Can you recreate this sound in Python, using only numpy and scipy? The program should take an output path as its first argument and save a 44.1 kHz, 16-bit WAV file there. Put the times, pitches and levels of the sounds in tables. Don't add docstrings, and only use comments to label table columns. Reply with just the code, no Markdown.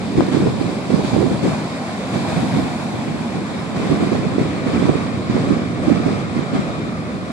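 import sys
import numpy as np
from scipy import signal
from scipy.fft import rfft, irfft, next_fast_len
from scipy.io import wavfile
from scipy.ndimage import uniform_filter1d, map_coordinates

SR = 44100
rng = np.random.default_rng(int(sys.argv[2]) if len(sys.argv) > 2 else 0)


def wav_record(signal):
    frames = np.transpose(np.atleast_2d(signal))
    bounded = np.clip(frames, -1, 1)
    quanta = np.round(bounded * 32767).astype(np.int16)
    wavfile.write(sys.argv[1], SR, quanta)


N = 322791
TOP_HZ = 14700

# start t/s, hold/s, buffeting left level/dB, right level/dB (both before port trims),
# level/dB added in power to the surf hiss
GUSTS = [(0.153, 0.035, -17.5, -18, -43.5), (0.308, 0.031, -22, -15, -40), (0.39, 0.074, -18, -17, -56),
         (0.582, 0.082, -28, -20, -43.5), (0.888, 0.075, -23.5, -17, -42.5), (1.028, 0.046, -26, -33, -41),
         (1.12, 0.12, -25, -15.5, -43.5), (1.296, 0.013, -18, -28, -49), (1.415, 0.055, -18, -21, -40.5),
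         (2.121, 0.032, -22.5, -19, -43.5), (2.269, 0.026, -25, -23, -40.5),
         (2.343, 0.096, -24, -22.5, -47), (2.525, 0.049, -20.5, -17.5, -43.5),
         (2.918, 0.005, -27, -26, -55), (3.058, 0.061, -27, -24, -65), (3.32, 0.023, -25, -22, -72),
         (3.746, 0.1, -24, -22.5, -42.5), (3.884, 0.041, -21.5, -17.5, -46),
         (3.989, 0.025, -21, -17, -44.5), (4.109, 0.037, -24.5, -17.5, -46), (4.206, 0.11, -25, -26, -55),
         (4.376, 0.055, -24, -22.5, -44), (4.65, 0.015, -23, -20, -43), (4.719, 0.13, -22.5, -17.5, -42.5),
         (4.867, 0.019, -23, -17, -52), (4.95, 0.04, -33, -26, -49), (5.287, 0.13, -23, -21.5, -44.5),
         (5.47, 0.041, -21.5, -16, -46.5), (5.811, 0.056, -23, -26, -44), (5.863, 0.099, -27, -17.5, -47),
         (6.042, 0.05, -21.5, -18.5, -45), (6.338, 0.032, -25.5, -22, -46.5),
         (6.522, 0.017, -19.5, -21.5, -42.5)]


def amp(db):
    return 10 ** (np.asarray(db) / 20)


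def unit(x):
    return x / np.sqrt(np.mean(x ** 2) + 1e-20)


def along(rows, hz):
    f, *cols = np.transpose(rows)
    return np.array([np.interp(np.log(hz + 1), np.log(f + 1), c) for c in cols])


def curves(rows):
    s, *cols = np.transpose(rows)
    return np.array([np.interp(np.arange(N) / SR, s, c) for c in cols])


def wobble(rate_hz):
    knots = rng.standard_normal(int(N * rate_hz / SR) + 4)
    return map_coordinates(knots, [np.arange(N) * rate_hz / SR])


def filtered(x, response):
    size = next_fast_len(N + 8192)
    return irfft(rfft(x, size) * response(np.fft.rfftfreq(size, 1 / SR)), size)[..., :N]


def above(hz, edge_hz, order=4):
    return 1 / np.sqrt(1 + (edge_hz / (hz + 1)) ** (2 * order))


def below(hz, edge_hz, order=4):
    return 1 / np.sqrt(1 + (hz / edge_hz) ** (2 * order))


def steady(x, span_s=0.038):
    size = max(int(span_s * SR), 64)
    power = uniform_filter1d(uniform_filter1d(x ** 2, size), size)
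    return x / np.sqrt(abs(power) + 1e-20)


def churn(patchy_db):
    z = signal.stft(rng.standard_normal((2, N)), nperseg=512)[2]
    field = uniform_filter1d(rng.standard_normal(z.shape[1:]), size=6, axis=0)
    field = uniform_filter1d(field, size=14, axis=1)
    return unit(signal.istft(z * amp(patchy_db * unit(field)), nperseg=512)[1][:, :N])


def bubbles(centre_hz, cycles, spread_db, count):
    when, place, size = rng.random((count, 3)).T
    hz = np.minimum(centre_hz * np.exp(.5 * rng.standard_normal(count)), TOP_HZ)
    turns = hz[:, None] * np.arange(160) / SR
    strength = amp(-spread_db * np.log(1 - .995 * size))
    rings = strength[:, None] * np.sin(2 * np.pi * turns) * np.exp(-turns / cycles)
    index = ((when * N).astype(int)[:, None] + np.arange(turns.shape[1])).ravel()
    ports = []
    for share in (place, 1 - place):
        weighted = rings * np.sqrt(share)[:, None]
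        ports.append(np.bincount(index, weighted.ravel(), N)[:N])
    return unit(np.array(ports))


def from_sea(pair, low_hz, high_hz):
    # f/Hz, left density/dB per Hz, right density/dB per Hz (relative)
    colour = [(40, -29, -25), (60, -21, -24), (135, -5.5, -2.5), (235, 1.5, 2), (270, -1.5, -0.5),
              (446, -13.5, -13), (660, -15, -15.5), (1030, -17.5, -13), (1324, -21, -21.5),
              (2070, -25, -24.5), (2350, -20.5, -26), (2970, -30.5, -31), (3720, -26, -30),
              (4700, -33.5, -29), (5250, -32, -33.5), (5500, -36.5, -37), (7200, -42, -33),
              (7840, -42, -33), (10120, -40.5, -38.5), (12200, -49.5, -70), (14100, -61, -60)]
    # f/Hz, in-phase/1, quadrature/1
    likeness = [(40, 0.18, 0.7), (123, 0.76, -0.6), (180, 0.89, -0.2), (400, 0.59, 0.091),
                (553, 0.9, -0.55), (700, 0.98, 0.24), (877, -0.35, 1), (1178, -0.1, -1.34),
                (1640, -0.22, 0.31), (2370, 0.61, 0.63), (2830, -0.62, 0.44), (2960, -0.041, -0.013),
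                (5840, -0.05, 0.27), (11502, -0.034, -0.073), (14000, 0.45, 0.01)]

    def shared(hz):
        real, quadrature = np.clip(along(likeness, hz), -.95, .95)
        return real + 1j * quadrature

    def own(hz):
        return np.sqrt(np.maximum(1 - abs(shared(hz)) ** 2, 0))

    def band(hz):
        return amp(along(colour, hz)) * above(hz, low_hz) * below(hz, high_hz)

    right = filtered(pair[0], shared) + filtered(pair[1], own)
    ports = filtered(np.array([pair[0], right]), band)
    return ports / np.std(ports.mean(axis=0))


def breakers(wide_db=-28, ahead_db=-31):
    # t/s, level/dB (relative)
    heave = [(0, 1), (1.2, 4.5), (1.9, 2.6), (2.5, 2.5), (3.5, -1.2), (5, 1), (6.3, 0.5), (7.3, 0)]
    wide = from_sea(churn(patchy_db=0.5), low_hz=42, high_hz=606)
    ahead = unit(from_sea(churn(patchy_db=3.5), low_hz=50, high_hz=615)[0])
    return amp(curves(heave)[0]) * (amp(wide_db) * wide + amp(ahead_db) * ahead)


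def bore(roar_db, trim_db=3.0):
    large = bubbles(centre_hz=1428, cycles=1.8, spread_db=-2.0, count=6000)
    water = churn(patchy_db=0.83) + 0.15 * large
    return amp(roar_db + trim_db) * from_sea(water, low_hz=595, high_hz=2880)


def hollows(x, spacing_hz=720, reach_hz=420):
    # t/s, f/Hz, depth/dB
    notch = [(0, 148, 3), (1.3, 254, 3), (2.0, 317, 4), (2.9, 385, 3), (3.3, 464, 0.4), (3.55, 845, 0.5),
             (4.3, 860, 2.5), (5.0, 865, 3.5), (6.0, 915, 4), (7.32, 930, 4.5)]
    hz, t, z = signal.stft(x, SR, nperseg=1024)
    s, notch_hz, depth_db = np.transpose(notch)
    offset_hz = hz[:, None] - np.interp(t, s, notch_hz)
    ripple = np.cos(2 * np.pi * offset_hz / spacing_hz) * np.exp(-.5 * (offset_hz / reach_hz) ** 2)
    gain = amp(-np.interp(t, s, depth_db) * ripple)
    return signal.istft(z * gain, SR, nperseg=1024)[1][:, :N]


def spread(x, start_s=3.6, length_s=2.8):
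    # f/Hz, bore far level/dB, bore spread out level/dB
    width = [(430, -1.5, -6), (540, 6, 5), (690, 5, 0), (880, -4, -2), (1250, -5, -0.5), (1500, 0.5, 3.5),
             (1750, 1.5, 1.5)]
    mid, side = (x[0] + x[1]) / 2, (x[0] - x[1]) / 2
    far, near = filtered(side, lambda hz: amp(along(width, hz)))
    arrived = np.clip((np.arange(N) / SR - start_s) / length_s, 0, 1)
    side = far + arrived * (near - far)
    return np.array([mid + side, mid - side])


def foam(hiss_db, pan_db):
    tiny = bubbles(centre_hz=5200, cycles=0.94, spread_db=1.0, count=12000)
    hiss = churn(patchy_db=1.0) + 0.14 * tiny
    hiss = filtered(hiss, lambda hz: below(hz, 9140, order=10))
    port_db = hiss_db + np.array([pan_db, -pan_db]) / 2
    return amp(port_db) * from_sea(hiss, low_hz=2950, high_hz=13000)


def fizz(fizz_db):
    noise = rng.standard_normal((2, N))
    sizzle = filtered(noise, lambda hz: above(hz, 11800) * below(hz, 13600, order=8))
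    return amp(fizz_db) * from_sea(sizzle, low_hz=9500, high_hz=13000)


def seethe():
    # t/s, level/dB
    sheet = [(0, -48), (0.8, -50.5), (1.2, -47), (1.6, -50.5), (2.2, -70), (7.32, -90)]
    pops = bubbles(centre_hz=4100, cycles=2.0, spread_db=3.0, count=9000)
    return amp(curves(sheet)[0]) * from_sea(pops, low_hz=3800, high_hz=4700)


def booms():
    # middle t/s, Gaussian sigma/s, filter f/Hz, peak level/dB
    falls = [(0.1, 0.23, 102, -36.5), (1.17, 0.12, 75, -31.5), (2.446, 0.24, 130, -29.5),
             (5.6, 0.69, 98, -31.5), (7.1, 0.34, 85, -37.5)]
    t = np.arange(N) / SR
    total = np.zeros((2, N))
    for s, sigma_s, tune_hz, db in falls:
        noise = rng.standard_normal((2, N)) + rng.standard_normal(N)
        rumble = filtered(noise, lambda hz: above(hz, 1.2 * tune_hz) * below(hz, tune_hz))
        total += amp(db) * np.exp(-.5 * ((t - s) / sigma_s) ** 2) * unit(rumble)
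    return total


def gusting(calm_db, peaks_db, release_s, attack_s=0.02):
    t = np.arange(N) / SR
    power = amp(calm_db) ** 2
    for (start, hold, *_), peak_db in zip(GUSTS, peaks_db):
        rise = np.clip((t - start) / attack_s, 0, 1)
        fall = np.exp(-np.maximum(t - start - attack_s - hold, 0) / release_s)
        power = power + (amp(peak_db) * rise * fall) ** 2
    return 10 * np.log10(power)


def wind(strength_db, common, trim_db, lumpy_db, share=0.35, rasp_db=-5.0, rasp_growth=1.42):
    # f/Hz, density/dB per Hz (relative)
    buffet = [(20, -45), (40, -34), (60, -9.5), (100, -2), (170, 4), (250, 0.5), (340, -4.5), (500, -10.5),
              (800, -32), (1500, -31), (4000, -50), (9000, -88)]
    share = np.clip(share, 0, 1)
    gust_db = strength_db + trim_db
    stir = np.sqrt(share) * common + np.sqrt(1 - share) * rng.standard_normal(N)
    roar = filtered(stir, lambda hz: amp(along(buffet, hz)[0]))
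    rasp = filtered(rng.standard_normal(N), lambda hz: above(hz, 376) * below(hz, 420, order=3))
    lumps = amp(lumpy_db * wobble(90))
    low = amp(gust_db) * steady(lumps * roar)
    high = amp(rasp_growth * gust_db + rasp_db) * steady(lumps * rasp)
    return low + high


def eddies(turbulence, sweep=0.47, bend=0.114):
    # middle t/s, envelope peak level/dB, middle f/Hz, half-width at half height/s, port (0 L, 1 R)
    shoves = [(0.157, -4.5, 237, 0.0014, 1), (0.18, 0, 257, 0.0011, 1), (0.184, -2, 310, 0.0016, 0),
              (0.187, 5.5, 208, 0.00097, 1), (0.199, -2, 329, 0.0033, 0), (0.2068, -6, 279, 0.0012, 1),
              (0.224, -2, 300.5, 0.0013, 1), (0.288, 3, 316, 0.0018, 1), (0.325, -8, 262, 0.0036, 1),
              (0.349, 1, 283, 0.0014, 1), (0.371, 0, 318.4, 0.0022, 1), (0.4045, -8, 348.5, 0.0028, 0),
              (0.426, -5, 265, 0.0013, 1), (0.462, -3, 274, 0.0013, 1), (0.471, -3.5, 407, 0.0026, 0),
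              (0.487, -16, 478, 0.0015, 0), (0.615, -2, 280, 0.0023, 1), (0.905, -2.5, 309, 0.0013, 1),
              (0.925, -7, 241, 0.003, 1), (0.9445, 2, 200, 0.0041, 1), (0.965, -6, 278, 0.0011, 1),
              (0.994, -7, 358, 0.003, 0), (1.049, -2.5, 253, 0.0015, 1), (1.134, -3.5, 223.5, 0.0026, 1),
              (1.174, -5, 319, 0.0015, 1), (1.19, -4.5, 332, 0.0032, 1), (1.219, -2.5, 314, 0.0014, 1),
              (1.23, -7, 453, 0.0034, 1), (1.242, -5.5, 356, 0.006, 1), (1.26, -9, 245, 0.003, 1),
              (1.274, -5, 247, 0.0029, 1), (1.312, -9, 284, 0.003, 0), (1.441, -4, 297, 0.0022, 0),
              (1.449, -5, 259, 0.0015, 0), (1.457, -10, 506, .002, 0), (1.466, -7, 346, .003, 0),
              (1.475, -12, 469, .002, 1), (1.486, -8, 255, 0.003, 1), (2.378, -9, 168.8, 0.0088, 1),
              (2.434, -9, 277, .0028, 0), (2.574, -3, 232, 0.0023, 1), (2.592, -7, 273, 0.004, 1),
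              (3.9145, -5, 370, 0.0026, 1), (3.922, -2.5, 247, 0.0035, 1), (3.946, -4, 241, .0017, 1),
              (4.011, -10, 417, 0.0025, 1), (4.027, -7, 290, 0.004, 1), (4.035, -9, 276, 0.0023, 0),
              (4.074, -6, 299, 0.0016, 1), (4.121, -3, 343, 0.0022, 1), (4.238, -10, 231, 0.0023, 0),
              (4.272, -8, 192, 0.0055, 1), (4.384, 2, 318, 0.0012, 1), (4.396, -6, 353, 0.00088, 1),
              (4.417, -2, 234, 0.0017, 0), (4.668, -4.5, 248, 0.0034, 1), (4.763, -5, 247, 0.002, 1),
              (4.828, 0, 309, 0.001, 1), (4.856, -2, 201, 0.0016, 1), (4.887, -6, 253, 0.0026, 1),
              (4.894, -5, 232, 0.0029, 0), (4.896, 3, 231, 0.0038, 1), (4.901, -6, 325, 0.0016, 1),
              (4.957, 1, 298, 0.0011, 1), (5.3, -0.5, 214, 0.0014, 1), (5.357, -3.5, 223, 0.0018, 1),
              (5.38, -9, 384, 0.0015, 1), (5.475, -8, 252, 0.002, 1), (5.497, -12, 287, 0.0027, 1),
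              (5.51, -1.5, 259, 0.0037, 1), (5.523, -6, 279, 0.003, 1), (5.884, -1.5, 296.6, 0.0038, 1),
              (5.901, -6.5, 516, 0.0024, 1), (5.906, -6, 317, 0.0054, 1), (5.915, -0.5, 253, 0.0026, 1),
              (5.922, 3, 260.5, 0.002, 1), (5.97, -4, 214, 0.0016, 1), (6.065, -0.5, 267, 0.0018, 1),
              (6.083, 0, 253, 0.00079, 1), (6.366, -5.5, 241.4, .003, 1), (6.394, -4, 238, 0.0014, 1),
              (6.534, -7, 225.5, 0.0022, 1), (6.553, -5.5, 266, 0.003, 1), (6.594, -4.5, 212, 0.003, 0)]
    ports, calm = np.zeros((2, N)), np.ones((2, N))
    t = np.arange(-1200, 1200) / SR
    draws = rng.random((len(shoves), 2))
    for (s, db, hz, width_s, port), (turn, glide) in zip(shoves, draws):
        swell = .5 ** (abs(t / width_s) ** 1.5)
        pitch_hz = hz * (1 + bend * (2 * glide - 1) * np.tanh(t / width_s))
        tone = np.sin(2 * np.pi * (np.cumsum(pitch_hz) / SR + turn))
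        first = round(s * SR) - len(t) // 2
        ports[round(port), first:][:len(t)] += amp(db) * swell * tone
        calm[round(port), first:][:len(t)] *= 1 - np.clip(sweep, 0, 1) * swell
    return calm * turbulence + filtered(ports, lambda hz: above(hz, 64))


def slaps(turbulence, sweep=0.74, rebound=0.4, rebound_length=2.9, point=1.4):
    # middle t/s, level/dB (before push shape and factor 2), push 1/e half-width/s, port (0 L, 1 R)
    hits = [(0.2075, 2.5, 0.0003, 0), (0.2882, -10, 0.00066, 1), (0.4708, -8, 0.00041, 0),
            (1.142, -8, 0.00045, 1), (1.1655, 1.5, 0.00061, 1), (1.228, -6, 0.00043, 1),
            (4.1534, -4, 0.00051, 1), (4.8927, 0, 0.00055, 1), (4.8955, -2, 0.00057, 1),
            (5.3669, -0.5, 0.00063, 1), (5.9109, -13, 0.00043, 1)]
    ports, calm = np.zeros((2, N)), np.ones((2, N))
    t = np.arange(-400, 400) / SR
    for s, db, width_s, port in hits:
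        first = round(s * SR) - len(t) // 2
        push = np.exp(-abs(t / width_s) ** point)
        wake = np.exp(-abs(t / (rebound_length * width_s)) ** 2)
        ports[round(port), first:][:len(t)] += amp(db) * 2 * (push - rebound * wake)
        calm[round(port), first:][:len(t)] *= 1 - np.clip(sweep, 0, 1) * wake
    return calm * turbulence + filtered(ports, lambda hz: above(hz, 120))


def crash(attack_s=0.086, release_s=0.17, drops=0.43):
    # start t/s, release start after it/s, peak level/dB, low edge f/Hz, high edge f/Hz
    collapses = [(0.9, 0.63, -36.5, 690, 1040), (2.218, 0.41, -36, 417, 5500)]
    total = np.zeros((2, N))
    for start, hold, db, low_hz, high_hz in collapses:
        t = np.arange(N) / SR - start
        swell = np.clip(t / attack_s, 0, 1) * np.exp(-np.maximum(t - hold, 0) / release_s)
        rings = bubbles(centre_hz=2110, cycles=2.7, spread_db=3.0, count=5000)
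        spray = churn(patchy_db=1.0) + drops * rings
        total += amp(db) * swell * from_sea(spray, low_hz=low_hz, high_hz=high_hz)
    return total


def scene(left_shelter_db=-3.5, flutter_db=0.35, left_edge_hz=85):
    # t/s, level/dB
    surf = [(0, -43.5), (1.4, -44), (2.05, -42), (2.5, -41.5), (3, -43.5), (5, -45), (7.32, -47)]
    # t/s, roar re hiss level/dB (before bore trim), fizz re hiss level/dB, hiss L-R gain/dB
    wash = [(0, 6.5, -18, -0.8), (0.6, 6, -19.5, 1), (1.2, 4.5, -18, 1), (1.8, 7, -18.5, 0),
            (2.4, 6, -16, 1.5), (2.8, 7, -15.5, 0.5), (3.4, 8, -18.5, 1.5), (3.75, 8, -19, 0.5),
            (4.3, 8, -21, 2), (4.8, 8.5, -21, 1.5), (5.6, 8, -23, 3), (6.4, 8.5, -22.5, 2.5),
            (7.3, 8, -19, 3.5)]
    # t/s, level/dB (before shelter and port trims)
    breeze = [(0, -27.5), (1.8, -36), (3.6, -28.5), (4.2, -25), (5.3, -25.5), (6.6, -26), (7.32, -30)]
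    buffet_release_s, hiss_release_s = 0.077, 0.2
    _, _, left_db, right_db, louder_db = np.transpose(GUSTS)

    hiss_db = gusting(curves(surf)[0], louder_db, hiss_release_s) + flutter_db * wobble(22)
    roar_db, fizz_db, pan_db = curves(wash)
    sea = spread(hollows(breakers() + bore(hiss_db + roar_db)))
    sea = sea + foam(hiss_db, pan_db) + fizz(hiss_db + fizz_db)

    breeze_db = curves(breeze)[0]
    common = rng.standard_normal(N)
    left_gust_db = gusting(breeze_db + left_shelter_db, left_db, buffet_release_s)
    left = wind(left_gust_db, common, trim_db=1.8, lumpy_db=1.6)
    left = filtered(left, lambda hz: above(hz, left_edge_hz, order=1))
    right_gust_db = gusting(breeze_db, right_db, buffet_release_s)
    right = wind(right_gust_db, common, trim_db=1.0, lumpy_db=2.5)
    air = slaps(eddies(np.array([left, right])))
    return sea + seethe() + booms() + air + crash()


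def record(dry):
    lean = filtered(dry, lambda hz: above(hz, 47, order=5))
    squashed = lean / (1 + abs(lean) ** 16) ** (1 / 16)
    return filtered(squashed, lambda hz: hz < TOP_HZ)


dry = scene()
out = record(dry)
wav_record(out)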